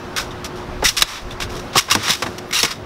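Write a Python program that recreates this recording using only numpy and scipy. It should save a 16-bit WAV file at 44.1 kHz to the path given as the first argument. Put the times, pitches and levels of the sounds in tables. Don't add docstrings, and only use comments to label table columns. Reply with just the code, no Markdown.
import sys
import numpy as np
from scipy import signal
from scipy.fft import rfft, irfft, next_fast_len
from scipy.io import wavfile
from scipy.ndimage import uniform_filter1d, map_coordinates

SR = 44100
rng = np.random.default_rng(int(sys.argv[2]) if len(sys.argv) > 2 else 0)


def rack_gain(trim_db):
    fader = np.asarray(trim_db, float)
    return 10 ** (fader / 20)


def bounce(signal):
    frames = np.transpose(np.atleast_2d(signal))
    limited = np.clip(frames, -1, 1)
    pcm = np.round(limited * 32767).astype(np.int16)
    wavfile.write(sys.argv[1], SR, pcm)


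N = 125685
T = np.arange(N) / SR

# start in seconds, hold in
# seconds, 60 dB decay in seconds, level in dB, brightness in dB.
CLATTERS = [(0.163, 0.024, 0.2, -20, -3), (0.308, 0.0076, 0.084, -39, -12),
            (0.4444, 0.0095, 0.089, -28, 5), (0.556, .01, 0.35, -42.5, 3),
            (0.822, 0.015, 0.14, -37, -18), (0.841, 0.054, 0.06, -20.5, 14),
            (0.851, 0.003, 0.035, -16, 13), (0.967, 0.024, 0.06, -19, 5),
            (1.01, 0.0027, .06, -20.5, 7.5), (1.0204, 0.0035, 0.017, -5, 9.5),
            (1.306, 0.018, 0.087, -35, -5), (1.402, 0.035, .08, -25.5, -5),
            (1.593, 0.0064, 0.039, -38, 11.5), (1.73, 0.031, 0.12, -32.5, -15),
            (1.754, 0.0087, 0.066, -21, -11), (1.7695, 0.023, 0.05, -17, 8),
            (1.806, 0.0054, .1, -24.5, -0.5), (1.9003, 0.0077, 0.075, -18.5, -7),
            (1.9105, .006, 0.1, -14.5, 8.5), (1.9503, 0.002, 0.03, -10, 2),
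            (2.079, 0.0073, 0.2, -20, -11), (2.094, 0.011, 0.11, -13.5, 2),
                 (2.124, 0.0098, 0.13, -22.5, -2), (2.2217, 0.011, 0.052, -23.5, -14),
                 (2.261, 0.008, 0.079, -32, -14), (2.382, 0.0079, 0.021, -31.5, 4),
                 (2.5103, 0.0021, 0.045, -32, 5), (2.527, 0.082, 0.2, -22.5, 5),
                 (2.551, 0.044, .1, -21.5, 1.5), (2.63, 0.003, 0.02, -6, 3),
                 (2.637, 0.0067, 0.087, -19.5, 0), (2.648, .009, .04, -17, 2),
                 (2.707, 0.0074, 0.11, -24.5, -6)]
CANDY_BREAKS = [(.862, .005, .03, -21, 6), (.874, .003, .03, -22, 6), (.9725, .002, .03, -19, 3),
                (.978, .003, .03, -18, 8), (.985, .002, .04, -18, 2), (1.0245, .002, .03, -13, 6),
                (1.7568, .004, .04, -17, 4), (1.764, .005, .05, -20, 6), (1.778, .003, .04, -15, 10),
                (1.79, .003, .03, -18, 12), (1.9165, .003, .05, -15, 4), (1.931, .004, .04, -21, 4),
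                (1.944, .006, .02, -27, 4), (1.553, .004, .05, -38, 8), (1.565, .004, .05, -36, 8),
                (2.5328, .003, .04, -22, 8), (2.543, .005, .04, -21, 8), (2.588, .004, .04, -20, 10),
                (2.602, .004, .04, -22, 6)]
# time in seconds, level in dB.
IRON_SNAPS = [(0.165, -2), (.4446, -8), (.9672, -9), (1.0118, -3), (1.0215, 6), (1.4025, -11), (1.7795, 3),
              (1.9518, 10), (2.0965, 0), (2.2222, -6), (2.3822, -11), (2.5275, -7), (2.6305, 4)]
# peak in seconds, 60 dB rise in seconds, 60 dB decay in seconds, level in dB, brightness in dB.
IRON_SLIDES = [(.92, .1, 0.58, -38, 8.5), (1.091, 0.14, 0.57, -29.5, -5), (1.178, 1, 0.13, -35, -20.5),
               (1.5, 0.037, 0.89, -40, 6), (1.84, 0.12, 0.45, -37, -2), (1.89, 0.083, 0.12, -35, -16),
               (1.97, .05, 0.47, -35, -3), (2.075, 0.5, 0.14, -23.5, -14.5), (2.03, 0.004, 1, -33, 14),
               (2.682, 0.08, 0.28, -27, -11)]
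# centre in Hz, width in Hz, level in dB.
BAR_MODES = [(1160, 16, -44), (1807, 10, -11), (2055, 250, -8.5), (2700, 52, -31), (3446, 31, 22),
             (3770, 50, 31), (5147, 53, 37), (5660, 108, 36), (6290, 55, -8), (8180, 42, -46),
             (9900, 65, -34), (13270, 150, 20)]
# frequency in Hz, density in dB per Hz.
CANDY_COLOUR = [(180, -64), (300, -18), (685, -10), (1180, 1), (1880, -4), (2900, -1), (4650, -2),
                (5700, -3.5), (15500, -19)]
# start in seconds, level in dB, pitch
# in Hz, 60 dB decay in seconds.
BENCH_THUDS = [(0.8245, -19, 600, 0.1), (.828, -16, 450, 0.07), (1.019, -17, 850, 0.06),
               (1.411, -25, 44.8, 0.3), (1.755, -18, 800, .07), (1.766, -10, 167, 0.051),
               (1.888, -31, 593, 0.14), (1.912, -19, 487, 0.054), (1.951, -13.5, 494.8, 0.082),
               (1.956, -23, 216, 0.23), (2.097, -17.5, 302, 0.041), (2.222, -16, 600, 0.1),
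               (2.261, -22, 594, 0.12), (2.24, -27.5, 115, .2), (2.631, -14.5, 420, 0.095),
               (2.095, -23, 75, 0.13), (1.02, -25, 250, .08), (1.757, -18, 280, .08), (1.915, -26, 70, .2),
               (.85, -28, 100, .15), (2.632, -26, 110, .12), (1.883, -25, 800, .08)]
# start in seconds, level in dB,
# pitch in Hz, 60 dB decay in seconds.
BAR_PINGS = [(0.18, -21.5, 1500, 0.17), (.308, -34, 3560, 0.06), (.854, -9, 2000, 0.054),
             (1.022, -7, 1170, 0.03), (1.0215, -1, 3850, 0.02), (1.0205, -4, 5950, .012),
             (1.31, -24, 3500, 0.05), (1.403, -33, 2700, 0.12), (1.755, -13, 760, 0.07),
             (1.758, -10.5, 1110, 0.1), (1.776, -13, 2760, .08), (1.917, -12.5, 1150, 0.081),
             (1.9165, -9, 2750, 0.06), (1.911, -9, 5150, .04), (1.77, -13, 1200, .04),
             (1.7568, -16, 4000, .03), (1.951, -12, 1600, .03), (1.956, -22, 105, .2),
             (1.956, -25, 212, .15), (1.956, -23, 310, .12), (.8285, -15, 400, .03), (.826, -16, 850, .04),
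             (.845, -16, 5500, .03), (.886, -15, 5750, .03), (.889, -17, 2850, .05),
             (.9725, -15, 3400, .04), (2.527, -16, 2180, .03), (2.544, -16, 5700, .04),
             (2.589, -13, 5390, .03), (2.6305, -6, 5450, .02), (2.65, -13, 2200, .03),
             (2.632, -23, 470, .07), (2.095, -13, 2000, .03), (2.1, -14, 3750, .08), (1.42, -28, 1450, .1),
             (1.402, -27, 3600, .08), (2.511, -20, 2140, 0.027), (2.488, -50, 13500, 0.28),
             (2.476, -53, 10800, .08), (2.552, -15.5, 3880, .12), (2.56, -18, 2780, .15),
             (2.601, -8, 4350, 0.034), (2.714, -23, 4850, 0.044), (2.585, -27, 10900, 0.19)]
# frequency in Hz, density in dB per Hz.
SHOP_COLOUR = [(35, -43), (70, -5), (300, -9.5), (1200, -14.5), (2500, -25.5), (5800, -33.5), (7500, -43.5),
               (15500, -51)]
# time in seconds, level in dB.
SHOP_DRIFT = [(0.0, -0.5), (1.42, -1.5), (1.53, 1.5), (1.68, -1), (2.85, -3.5)]
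# frequency in Hz, rms level in dB.
HUM_LINES = [(107.7, -45.5), (247.6, -47.5), (360.7, -37.5), (479.1, -52)]
# time in seconds, level in dB.
DRAUGHT_LEVEL = [(0.0, -54), (0.18, -39), (0.29, -33.5), (0.42, -48), (0.85, -28), (0.96, -51),
                 (1.01, -27.5), (1.08, -53), (1.21, -33.5), (1.46, -36.5), (1.47, -33.5), (2.23, -64),
                 (2.72, -39), (2.85, -62)]


def unit(x):
    return x / np.sqrt(np.mean(x ** 2) + 1e-20)


def along(points, hz):
    f, v = np.transpose(points)
    return np.interp(np.log(hz + 1), np.log(f + 1), v)


def curve(rows):
    return np.interp(T, *np.transpose(rows))


def wobble(rate):
    knots = rng.standard_normal(int(N * rate / SR) + 4)
    return map_coordinates(knots, [T * rate])


def filtered(x, response):
    m = next_fast_len(N + SR // 2)
    return irfft(rfft(x, m) * response(np.fft.rfftfreq(m, 1 / SR)), m)[..., :N]


def causal(gain):
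    cepstrum = irfft(np.log(gain + 1e-6))
    half = len(cepstrum) // 2
    cepstrum[1:half] *= 2
    cepstrum[half + 1:] = 0
    return np.exp(rfft(cepstrum))


def clatter():
    ring_db, widen, pivot_hz = 3.5, 2, 2040
    top_db = max(db for _, _, db in BAR_MODES)

    def bars(f):
        gain = 1
        for centre, width, db in BAR_MODES:
            offset = 2 * (f - centre) / width / widen
            gain = gain + rack_gain(ring_db + (db - top_db) / 4) / (1 + offset ** 2)
        return gain

    def body(f):
        return causal(rack_gain(along(CANDY_COLOUR, f)) * bars(f))

    def low(f):
        return 1 / (1 + 1j * f / pivot_hz)

    scale = np.std(filtered(rng.standard_normal(N), body))
    dull, bright = strokes()
    force = filtered(dull, low) + filtered(bright, lambda f: 1 - low(f))
    return filtered(force, body) / scale


def strokes():
    attack_s = .0005
    rough = rattle()
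    power, rub, snaps = np.zeros((3, 2, N))

    def halves(db, bright_db):
        return rack_gain(db + np.array([[-bright_db], [bright_db]]) / 2)

    for s, hold, t60, db, bright_db in CLATTERS + CANDY_BREAKS:
        decay = rack_gain(-60 * np.clip(T - s - hold, 0, 9) / t60)
        shape = np.clip((T - s) / attack_s, 0, 1) * decay
        power += (shape * halves(db, bright_db)) ** 2
    for s, db in IRON_SNAPS:
        snaps[:, round(s * SR)] = rack_gain(db)
    for s, rise, t60, db, bright_db in IRON_SLIDES:
        shape = rack_gain(-60 * np.maximum((s - T) / rise, (T - s) / t60))
        rub += (shape * halves(db, bright_db)) ** 2
    smooth = unit(rng.standard_normal(N) + .5 * rough)
    return np.sqrt(power) * rough + snaps + np.sqrt(rub) * smooth


def rattle():
    cracks_per_s, spread_db, grit_db, chink_db, flurry_db = 3000, 5, 1, -9, 1.1
    cracks = (rng.random(N) < cracks_per_s / SR) * rng.uniform(-1.17, 1, N)
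    cracks = cracks * rack_gain(spread_db * rng.random(N))
    rough = unit(cracks) + rack_gain(grit_db) * rng.standard_normal(N) + rack_gain(chink_db) * chinks()
    return unit(rough * rack_gain(flurry_db * (wobble(150) + wobble(300))))


def chinks():
    per_s, middle_hz, cycles = 2200, 4183, 14
    when, pitch, size = rng.random((3, int(per_s * N / SR)))
    hz = (middle_hz * np.exp(2.2 * (pitch - .5)))[:, None]
    k = np.arange(SR // 100)
    level = np.sqrt(hz) * rack_gain(10 * size[:, None] ** 2 - 30 * hz * k / SR / cycles)
    tones = level * np.sin(2 * np.pi * hz * k / SR)
    places = (when * N).astype(int)[:, None] + k
    return unit(np.bincount(places.ravel(), tones.ravel())[:N])


def bench():
    beat = 1.03
    out, t = np.zeros(N + SR), T[:SR // 3]
    onset = 1 - np.exp(-t / .001)
    for s, db, hz, t60 in BENCH_THUDS:
        band = signal.butter(2, [hz / 2.2, hz * 2.2], "bandpass", fs=SR, output="sos")
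        burst = unit(signal.sosfilt(band, rng.standard_normal(len(t))))
        out[round(s * SR):][:len(t)] += rack_gain(db - 60 * t / t60) * onset * burst
    for s, db, hz, t60 in BAR_PINGS:
        pair = np.sin(2 * np.pi * hz * t) + .5 * np.sin(2 * np.pi * beat * hz * t)
        out[round(s * SR):][:len(t)] += rack_gain(db - 60 * t / t60) * onset * pair
    return out[:N]


def echo(x):
    echo_db, t60 = -18, .18
    t = T[:SR // 2]
    tail = rng.standard_normal(len(t)) * rack_gain(-60 * t / t60)
    wet = signal.fftconvolve(x, tail / np.linalg.norm(tail))[:N]
    return rack_gain(echo_db) * filtered(wet, lambda f: 1 / (1 + 1j * f / 5000))


def ducking(loud):
    from_db, slope, recover_db_per_s = -20, 1, 53
    level_db = 10 * np.log10(np.abs(uniform_filter1d(loud ** 2, size=600)) + 1e-12)
    cut_db = slope * np.clip(level_db - from_db, 0, 60)
    ramp = recover_db_per_s * T
    return rack_gain(ramp - np.maximum.accumulate(cut_db + ramp))


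def shop_noise():
    z = signal.stft(rng.standard_normal(N + 512), nperseg=512)[2]
    field = uniform_filter1d(uniform_filter1d(rng.standard_normal(z.shape), 5, 0), 10, 1)
    patchy = signal.istft(z * rack_gain(1.23 * unit(field)), nperseg=512)[1][:N]
    noise = unit(filtered(patchy, lambda f: rack_gain(along(SHOP_COLOUR, f))))
    return noise * rack_gain(-30.5 + curve(SHOP_DRIFT))


def shop_hum():
    hum = np.zeros(N)
    for hz, db in HUM_LINES:
        level = rack_gain(db + 2 + 2 * wobble(9))
        hum += level * np.sin(2 * np.pi * hz * T + .5 * wobble(12))
    return hum


def draught():
    def band(f):
        return (f / 25) ** 2 / (1 + (f / 25) ** 2) / (1 + (f / 50) ** 4)

    return unit(filtered(rng.standard_normal(N), band)) * rack_gain(curve(DRAUGHT_LEVEL))


def scene():
    chopper = clatter() + bench()
    duck = ducking(chopper)
    background = duck * shop_noise() + duck ** 1.6 * shop_hum() + draught()
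    return (chopper + echo(chopper) + background)[None]


def top_cut(x):
    return signal.sosfilt(signal.butter(12, 15690, fs=SR, output="sos"), x)


def record(dry):
    ceiling, knee, top_hz = 1.02, 4, 15700
    x = filtered(dry, lambda f: f < top_hz)
    mix = x / (1 + np.abs(x / ceiling) ** knee) ** (1 / knee)
    return top_cut(mix)


dry = scene()
out = record(dry)
bounce(out)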